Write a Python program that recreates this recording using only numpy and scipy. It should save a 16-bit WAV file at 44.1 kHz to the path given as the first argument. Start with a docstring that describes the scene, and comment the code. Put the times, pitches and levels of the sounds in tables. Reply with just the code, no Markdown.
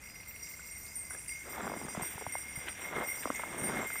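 """Small bells jingle over light wind, a faint jacket rustle and creaking leather: a horse-drawn sleigh
comes slowly along a snowy road. The horses' gait throws pellets against the bells' shells, which ring
in their normal modes. Close by, boots press into cold packed snow: it crunches in countless tiny
fractures, and its crust snaps with short chirps that fall because bending waves are dispersive."""
import sys
import numpy as np
from scipy import signal
from scipy.fft import rfft, irfft
from scipy.io import wavfile

SR = 44100
rng = np.random.default_rng(int(sys.argv[2]) if len(sys.argv) > 2 else 0)


def output_pcm(signal):
    """Save a mono or channel-first signal as 16-bit PCM at the path in sys.argv[1].

    Samples are clipped to [-1, 1] before scaling.
    """
    pcm = np.clip(np.atleast_2d(signal).T, -1, 1) * 32767
    wavfile.write(sys.argv[1], SR, np.round(pcm).astype(np.int16))


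N = 176400
T = np.arange(N) / SR

# Normal modes of the bells in four registers: f/Hz, level/dB
HUM = [(2045, -8.5), (2090, -6), (2132, -2), (2148, -4), (2170, -9.5)]
MIDDLE = [(4861, -20), (4927, -10), (4955, -11.5), (5670, -13.5), (5701, 4), (5762, -2.5), (7431, -10),
          (7603, -1)]
BRIGHT = [(8457, -4), (8624, 1.5), (8742, -3.5), (9008, -2), (9124, -4), (9191, -4)]
TOP = [(13365, -3.5), (13528, -6), (13948, -1.5), (14023, 0), (14115, 0), (14178, -6), (14936, -1.5),
       (15160, -8), (15270, -7)]
# Registers: modes, jolt offset/dB, rattle level/dB, rattle growth/(dB/s), 60 dB decay time/s
REGISTERS = [(HUM, -6, -54, 1.1, 0.29), (MIDDLE, -7, -62, -0.46, 0.41),
             (BRIGHT, -11, -61, 1.54, 0.22), (TOP, -6.5, -65, 0.17, 0.25)]
# Jolts of the bells: t/s, level/dB, hum, middle and top offsets/dB, leading bell f/Hz
GAIT_JOLTS = [(0.273, -45.5, -3, -6, 2.5, 8630), (0.419, -42.5, -3, -3, -7, 8740),
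              (0.485, -41.5, -2.5, -14, -2.5, 9010), (0.649, -46, -3, -0.5, -4, 8630),
              (0.71, -36.5, -7, -29, -22, 8630), (0.765, -39, -16, -19, -18, 8630),
              (0.83, -38.5, -18, -18, -18, 8630), (0.953, -29.5, -25, -24, -18, 9010),
              (0.989, -31, -31, -39, -30, 9010), (1.103, -32.5, -9.5, -17.5, -33, 9190),
              (1.174, -34.5, -20, -16.5, -29, 8630), (1.278, -29.5, -9.5, -16, -21, 9010),
              (1.311, -48, -5, -2, -18, 8630), (1.492, -39, 0, -8.5, -5, 8630),
              (1.764, -40.5, -7, -10, -12, 8630), (1.833, -38, -7, -17, -27, 8450),
              (1.888, -35, -7, -9.5, -20, 8740), (2.018, -29, -8, -14.5, -11, 8630),
              (2.049, -34.5, -8, -30, -14, 8630), (2.1, -40.5, -10, -15, -5, 8630),
              (2.179, -38, -9, -9.5, -15, 9190), (2.255, -38.5, -3, -22, -17, 9010),
              (2.321, -28.5, -4.5, -18.5, -17, 9010), (2.376, -31.5, -8, -15.5, -17, 9120),
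              (2.48, -38.5, -5, -13, -20, 9010), (2.555, -32, -1.5, -16, -15, 9010),
              (2.683, -33, -18, -13.5, -22, 9010), (2.805, -38.5, 2.5, -10, -11, 8450),
              (2.845, -42.5, 3.5, -10, -8, 8450), (2.96, -43.5, 1, -12, -9, 9120),
              (3.03, -38.5, 1, -10, -9, 9010), (3.064, -34.5, 1, -11.5, -5, 9010),
              (3.091, -32, -3.5, -15, -12, 8450), (3.118, -36, -3, -24, -15, 9120),
              (3.154, -37, -10, -8.5, -7, 8630), (3.193, -35.5, -22, -10, -8, 8450),
              (3.249, -39.5, -10, -9, -16, 9190), (3.344, -37, 6.5, -16, -10, 8630),
              (3.379, -42.5, 2, -20, -9, 8630), (3.499, -40, -11, -19, -17, 8630),
              (3.578, -30, -13, -22, -18, 9010), (3.631, -24, -14, -24, -17, 9010),
              (3.67, -39, -4, -13.5, -18, 9120), (3.749, -39.5, 4, -12.5, -11, 9010),
              (3.809, -45, 8.5, -13, -5, 9120), (3.866, -37, -2, -12, -5.5, 9010),
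              (3.927, -31.5, -1, -16.5, -9, 9120), (3.973, -31.5, -2, -19, -18, 8740)]
# Single bells singing out: t/s, level/dB, f/Hz
FREE_RINGS = [(0.085, -53, 4970), (0.43, -53, 4920), (0.447, -52, 7500), (0.56, -53, 7433),
              (0.775, -48, 13530), (0.88, -54.5, 4960), (1.35, -57, 6242), (1.28, -51, 4890),
              (1.312, -39.5, 2148), (1.61, -49, 7603), (1.901, -55, 6242), (2.352, -38.5, 2138),
              (2.85, -44.5, 2152), (2.955, -37, 2119), (3.07, -53, 5715), (3.655, -55, 4860),
              (3.81, -45, 7550), (3.845, -35, 2124)]
# Spectra of wind, hiss, cloth and leather: f/Hz, level/dB
WIND_SPECTRUM = [(20, -24), (40, -6), (68, 1), (110, -7.5), (200, -10), (400, -20), (800, -25),
                 (1600, -19.5), (2500, -15.5), (3600, -61)]
HISS_SPECTRUM = [(1500, -4), (3500, -8.5), (4500, -1), (6800, -6.5), (10000, -6), (15500, -27)]
RUSTLE_SPECTRUM = [(3500, -18), (4500, -11), (5400, 0), (7000, 4.5), (8700, 2.5), (10000, -4.5), (11500, 0),
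                   (13000, -6), (15500, -19)]
CREAK_SPECTRUM = [(1500, -21), (2000, -1), (2300, -3), (2550, 0.5), (2800, 1), (3100, -33), (5000, -21.5)]
# Envelopes of rustling cloth and creaking leather: t/s, level/dB
RUSTLE_LEVEL = [(0, -64), (0.3, -70), (0.5, -61.5), (0.7, -63), (0.9, -58), (1.05, -63), (1.4, -61),
                (1.7, -64), (2.05, -58), (2.2, -63.5), (2.55, -64), (2.8, -62), (2.93, -63.5), (3.2, -58.5),
                (3.5, -60.5), (3.7, -57), (4, -59)]
CREAK_LEVEL = [(0, -64.5), (0.33, -62), (0.6, -60), (0.85, -69), (1.05, -71), (1.3, -57), (1.45, -70),
               (1.7, -65)]
# Cloth brushing on cloth: t/s, duration/s, level/dB, f/Hz
CLOTH_BRUSHES = [(0.028, 0.92, -69.5, 4500), (0.429, 0.13, -57.5, 5850), (0.855, 0.03, -60, 4700),
                 (1.079, 0.092, -50, 9700), (1.184, 0.17, -53.5, 9800), (3.327, .03, -48, 8030),
                 (3.356, 0.018, -46, 6940)]
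# Clinks of small fittings: t/s, level/dB, f/Hz, 60 dB decay time/s
FITTING_CLINKS = [(0.357, -47.5, 10500, 0.087), (0.595, -40.5, 1470, 0.028), (1.03, -49, 12050, .06),
                  (1.108, -36.5, 1510, 0.027), (1.148, -40, 1680, .025), (1.192, -46, 10900, .07)]
# Envelopes of the snow's sliding powder, crunch and groan: t/s, level/dB
POWDER_LEVEL = [(0, -63), (1.05, -67.5), (1.45, -58.5), (1.62, -57), (1.87, -56.5), (2.05, -49.5),
                (2.3, -54.5), (2.5, -56), (2.67, -50.5), (2.685, -36.5), (2.70, -53), (2.77, -53),
                (2.82, -47), (3.0, -57), (3.15, -51), (3.22, -60), (3.232, -37), (3.245, -51), (3.55, -52),
                (3.78, -51.5), (4, -52)]
CRUNCH_LEVEL = [(0, -64.5), (1.08, -62.5), (1.14, -50.5), (1.2, -64.5), (1.43, -66), (1.47, -46),
                (1.51, -51.5), (1.58, -39.5), (1.62, -40), (1.67, -45.5), (1.75, -50.5), (1.88, -49),
                (1.93, -56), (2.02, -44.5), (2.07, -53.5), (2.3, -57.5), (2.5, -57.5), (2.64, -51.5),
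                (2.68, -46.5), (2.74, -59.5), (2.83, -46), (2.9, -46), (2.97, -35.5), (3.04, -40),
                (3.1, -53.5), (3.22, -50.5), (3.33, -52.5), (3.5, -48), (3.58, -44), (3.63, -43),
                (3.78, -37), (3.84, -40), (3.88, -54), (4, -52.5)]
GROAN_LEVEL = [(0, -80), (1.5, -68), (1.65, -45), (1.85, -52), (2.1, -63), (2.9, -65.5), (3.0, -69),
               (3.1, -94), (3.52, -52), (3.63, -44.5), (3.8, -43), (3.87, -58), (4, -72)]
# Spectra of the same three: f/Hz, level/dB
POWDER_SPECTRUM = [(600, -63), (1500, 2.5), (2400, 2), (3000, -4.5), (3600, -5), (4400, -23.5), (8000, -39)]
CRUNCH_SPECTRUM = [(60, -19), (150, 2), (300, 0.5), (800, 1), (1400, -1), (2000, -1.5), (2700, -17),
                   (3600, -11.5), (4400, -32), (8000, -96)]
GROAN_SPECTRUM = [(50, -40), (120, -10.5), (200, -2.5), (400, -6), (800, -52), (2000, -49.5)]
# Fractures of the crust: t/s, level/dB, centre f/Hz
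CRUST_SNAPS = [(1.579, -36, 800), (1.596, -39, 900), (1.608, -36, 1100), (1.62, -37, 1300),
               (1.643, -32, 780), (1.653, -36, 1050), (1.667, -27.5, 710), (1.676, -27.5, 990),
               (1.696, -30.5, 706), (1.716, -28.5, 643), (1.736, -28.5, 770), (1.762, -35, 510),
               (1.813, -32.5, 505), (1.847, -37, 471), (1.882, -33, 851), (1.948, -30.5, 750),
               (1.97, -30.5, 686), (1.995, -30.5, 577), (2.009, -31.5, 746), (2.032, -33, 1020),
               (2.178, -33.5, 770), (2.21, -34.5, 666), (2.219, -34, 503), (2.264, -27.5, 740),
               (2.352, -26.5, 780), (2.981, -29, 800), (3.009, -26.5, 1070), (3.023, -27.5, 845),
               (3.254, -21.5, 800), (3.272, -29.5, 708), (3.301, -20.5, 830), (3.394, -29, 860),
               (3.434, -25, 1030), (3.695, -29.5, 604), (3.902, -29, 1690), (3.955, -29, 1600)]
# Snow giving under a heel: t/s, level/dB, f/Hz
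HEEL_THUDS = [(1.77, -35, 213), (1.824, -43, 230), (1.852, -35.5, 191), (1.976, -29.5, 197),
              (2.022, -35, 161), (2.155, -38.5, 150), (2.271, -39, 122), (2.575, -38.5, 137),
              (3.258, -34.5, 272), (3.302, -28, 278), (3.62, -31, 158), (3.766, -34, 191)]

CRUST_TRAVEL_S = 0.00239   # group delay at 1 kHz


def from_db(db):
    """Amplitude grows tenfold with every 20 dB."""
    return 10 ** (np.asarray(db) / 20)


def unit_power(x):
    """Division by the RMS amplitude gives unit power."""
    return x / np.sqrt(np.mean(x ** 2) + 1e-20)


def envelope(rows):
    """Exponential growth or decay joins (t/s, level/dB) points."""
    return from_db(np.interp(T, *np.transpose(rows)))


def add(out, s, sound):
    """Superposition: a sound joins the mix at time s."""
    i = int(max(s, 0) * SR)
    if i < N:
        out[i:i + len(sound)] += sound[:N - i]


def dispersion(hz, travel_s):
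    """Bending waves speed up with the root of frequency; travel_s is the delay at 1 kHz."""
    return np.exp(-4j * np.pi * travel_s * np.sqrt(1000 * hz))


def coloured(x, spectrum, travel_s=0):
    """Linear filtering imposes a spectrum and optional dispersion; the result has unit power."""
    hz = np.maximum(np.arange(N // 2 + 1) * SR / N, 1)
    points_hz, db = np.transpose(spectrum)
    gain = from_db(np.interp(np.log(hz), np.log(points_hz), db))
    return unit_power(irfft(rfft(x) * gain * dispersion(hz, travel_s), N))


def grains(per_s=1500, spread_db=3):
    """Shot noise: independent clicks of uneven size."""
    sizes = from_db(spread_db * np.minimum(rng.exponential(1, N), 4)) * rng.choice([-1, 1], N)
    return sizes * (rng.random(N) < per_s / SR)


def bell_strike(modes, t60, lead_hz=0):
    """Impacts excite the shells' damped modes; those near lead_hz tend to ring sooner and louder."""
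    lead_width_hz, lead_db, spread_db, detune_hz = 41, 3.5, 5.5, 9.98
    stagger_s, attack_s = 0.006, 0.0008
    t = np.float32(T[:int(.3 * SR)])
    hz, db = np.transpose(modes)
    lead = np.exp(-((hz - lead_hz) / lead_width_hz) ** 2)
    lag = np.minimum(rng.exponential(1, len(hz)), 4) * stagger_s * (1 - lead)
    hz = hz + detune_hz * rng.laplace(size=len(hz))
    gain = from_db(db + lead_db * lead + spread_db * rng.standard_normal(len(hz)))
    gain *= np.linalg.norm(from_db(db)) / np.linalg.norm(gain)   # same total energy in each strike
    phase = np.float32(2 * np.pi * hz[:, None]) * t + np.float32(2 * np.pi * rng.random((len(hz), 1)))
    swell = 1 - np.exp(-t / attack_s)   # while the pellet skitters
    rings = np.sin(phase) * np.float32(swell * from_db(-60 * t / t60))
    out = np.zeros(len(t))
    for ring, g, i in zip(rings, gain, ((lag - lag.min()) * SR).astype(int)):
        out[i:] += g * ring[:len(t) - i]
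    return out


def bells(bounce_s=0.014, bounce_db=-5, rattles_per_s=40):
    """Inertia throws the pellets against the shells at each jolt; they rebound once and rattle loosely."""
    out = np.zeros(N)
    for s, db, hum, middle, top, lead_hz in GAIT_JOLTS:
        rebound = s + bounce_s * rng.uniform(.5, 2)
        for (modes, jolt_db, _, _, t60), tone_db in zip(REGISTERS, (hum, middle, 0, top)):
            for onset, loss_db in ((s, 0), (rebound, bounce_db)):
                gain = from_db(db + tone_db + jolt_db + loss_db)
                add(out, onset, gain * bell_strike(modes, t60, lead_hz))
    for k, (jitter, force) in enumerate(rng.random((int(rattles_per_s * N / SR), 2))):
        s = (k + jitter) / rattles_per_s
        for modes, _, rattle_db, growth, t60 in REGISTERS:
            add(out, s, (.5 + force) * from_db(rattle_db + growth * s) * bell_strike(modes, t60))
    return out


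def wind():
    """Steady broadband noise: the low rumble of light wind and a thin hiss."""
    rumble = from_db(-57) * coloured(rng.standard_normal(N), WIND_SPECTRUM)
    hiss = from_db(-67.5) * coloured(rng.standard_normal(N), HISS_SPECTRUM)
    return rumble + hiss


def jacket():
    """Friction in stiff cloth gives dense ticks, and swishes where it brushes against itself."""
    rustle = coloured(grains(per_s=5000, spread_db=2.5), RUSTLE_SPECTRUM)
    out = from_db(3) * envelope(RUSTLE_LEVEL) * rustle
    for s, duration, db, hz in CLOTH_BRUSHES:
        rub = coloured(grains(per_s=2000), [(hz / 2, -30), (hz, 0), (hz * 2, -45)])
        count = int(duration * SR)
        add(out, s, from_db(db) * rub[:count] * signal.windows.tukey(count))
    return out


def leather(slips_per_s=32, spread_db=11):
    """Stick-slip friction makes leather creak: uneven impulses, each smeared by dispersion."""
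    slips = np.zeros(N)
    for k, (jitter, size, sign) in enumerate(rng.random((int(slips_per_s * N / SR), 3))):
        add(slips, (k + jitter) / slips_per_s, [from_db(spread_db * size) * np.sign(sign - .5)])
    return envelope(CREAK_LEVEL) * coloured(slips, CREAK_SPECTRUM, travel_s=0.003)


def fittings(ticks_per_s=110, low_hz=5620, high_hz=12700, tick_t60=0.0098):
    """Each impact of buckles and fittings excites one damped mode: a few clinks and many tiny ticks."""
    tick_db, spread_db, rise_db_per_octave = -59, 4, 1.5
    out, t = np.zeros(N), T[:SR // 10]
    impacts = list(FITTING_CLINKS)
    for when, size, pitch in rng.random((int(ticks_per_s * N / SR), 3)):
        octaves = pitch * np.log2(high_hz / low_hz)
        db = tick_db + spread_db * min(-np.log(size), 3) + rise_db_per_octave * octaves
        impacts.append((when * N / SR, db, low_hz * 2 ** octaves, tick_t60))
    for s, db, hz, t60 in impacts:
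        add(out, s, from_db(db - 60 * t / t60) * np.sin(2 * np.pi * hz * t))
    return out


def free_bells(t60=0.59, attack_s=0.0022):
    """Free vibration: a bell swings clear of the strap and one mode rings longer."""
    out, t = np.zeros(N), T[:SR // 2]
    swell = 1 - np.exp(-t / attack_s)
    for s, db, hz in FREE_RINGS:
        add(out, s, from_db(db - 60 * t / t60) * swell * np.sin(2 * np.pi * hz * t))
    return out


def snow_lumps(per_s=130, low_hz=317, high_hz=1494, cycles_to_peak=0.625):
    """Lumps of packed snow give way; heavy damping keeps their knocks short and dull."""
    out, t = np.zeros(N), T[:SR // 25]
    for k, (jitter, size, pitch) in enumerate(rng.random((int(per_s * N / SR), 3))):
        hz = low_hz * (high_hz / low_hz) ** pitch
        age = hz * t / cycles_to_peak
        knock = age * np.exp(-age) * np.sin(2 * np.pi * hz * t)
        add(out, (k + jitter) / per_s, (.5 + size) * np.sqrt(hz) * knock)
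    return unit_power(out)


def snow_crunch():
    """Brittle fracture under a boot gives countless clicks; full weight adds a groan; powder slides."""
    breaks = coloured(grains(), CRUNCH_SPECTRUM, CRUST_TRAVEL_S)
    groan = envelope(GROAN_LEVEL) * coloured(grains(), GROAN_SPECTRUM, CRUST_TRAVEL_S)
    powder = from_db(-0.5) * envelope(POWDER_LEVEL) * coloured(grains(), POWDER_SPECTRUM)
    crunch = envelope(CRUNCH_LEVEL) * (from_db(-1.5) * breaks + from_db(-6.5) * snow_lumps())
    return crunch + groan + powder


def crust_snaps(width_octaves=0.75, absorbed_above_hz=2250, jump_gap_s=0.001857, advance_s=0.00017):
    """A crack runs through the crust in two jumps; dispersion turns each into a falling chirp."""
    out, size = np.zeros(N), 4096
    hz = np.maximum(np.arange(size // 2 + 1) * SR / size, 1)
    transmission = dispersion(hz, CRUST_TRAVEL_S) / (1 + (hz / absorbed_above_hz) ** 6)
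    for s, db, centre_hz in CRUST_SNAPS:
        band = np.exp(-.5 * (np.log2(hz / centre_hz) / width_octaves) ** 2)
        for lag, loss_db in ((0, -0.5), (jump_gap_s * rng.uniform(0.53, 1.61), -3)):
            chirp = irfft(band * transmission * np.exp(2j * np.pi * rng.random()))
            add(out, s - advance_s + lag, from_db(db + loss_db) * chirp / np.abs(chirp).max())
    return out


def heel_thuds(rise_s=0.0024):
    """Snow yields under a heel with a low, heavily damped oscillation."""
    out, t = np.zeros(N), T[:4096]
    pulse = t / rise_s * np.exp(1 - t / rise_s)
    for s, db, hz in HEEL_THUDS:
        add(out, s, from_db(db) * pulse * np.sin(2 * np.pi * hz * t))
    return out


def scene():
    """In a free field the sources add without echoes, here in one channel."""
    mix = wind() + snow_crunch() + jacket() + leather() + fittings()
    mix += crust_snaps() + heel_thuds() + bells() + free_bells()
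    return mix[None]


def record(dry, cutoff_hz=15800):
    """An elliptic low-pass filter cuts the highest treble steeply."""
    return signal.sosfilt(signal.ellip(14, .1, 90, cutoff_hz, fs=SR, output="sos"), dry)


dry = scene()
out = record(dry)
output_pcm(out)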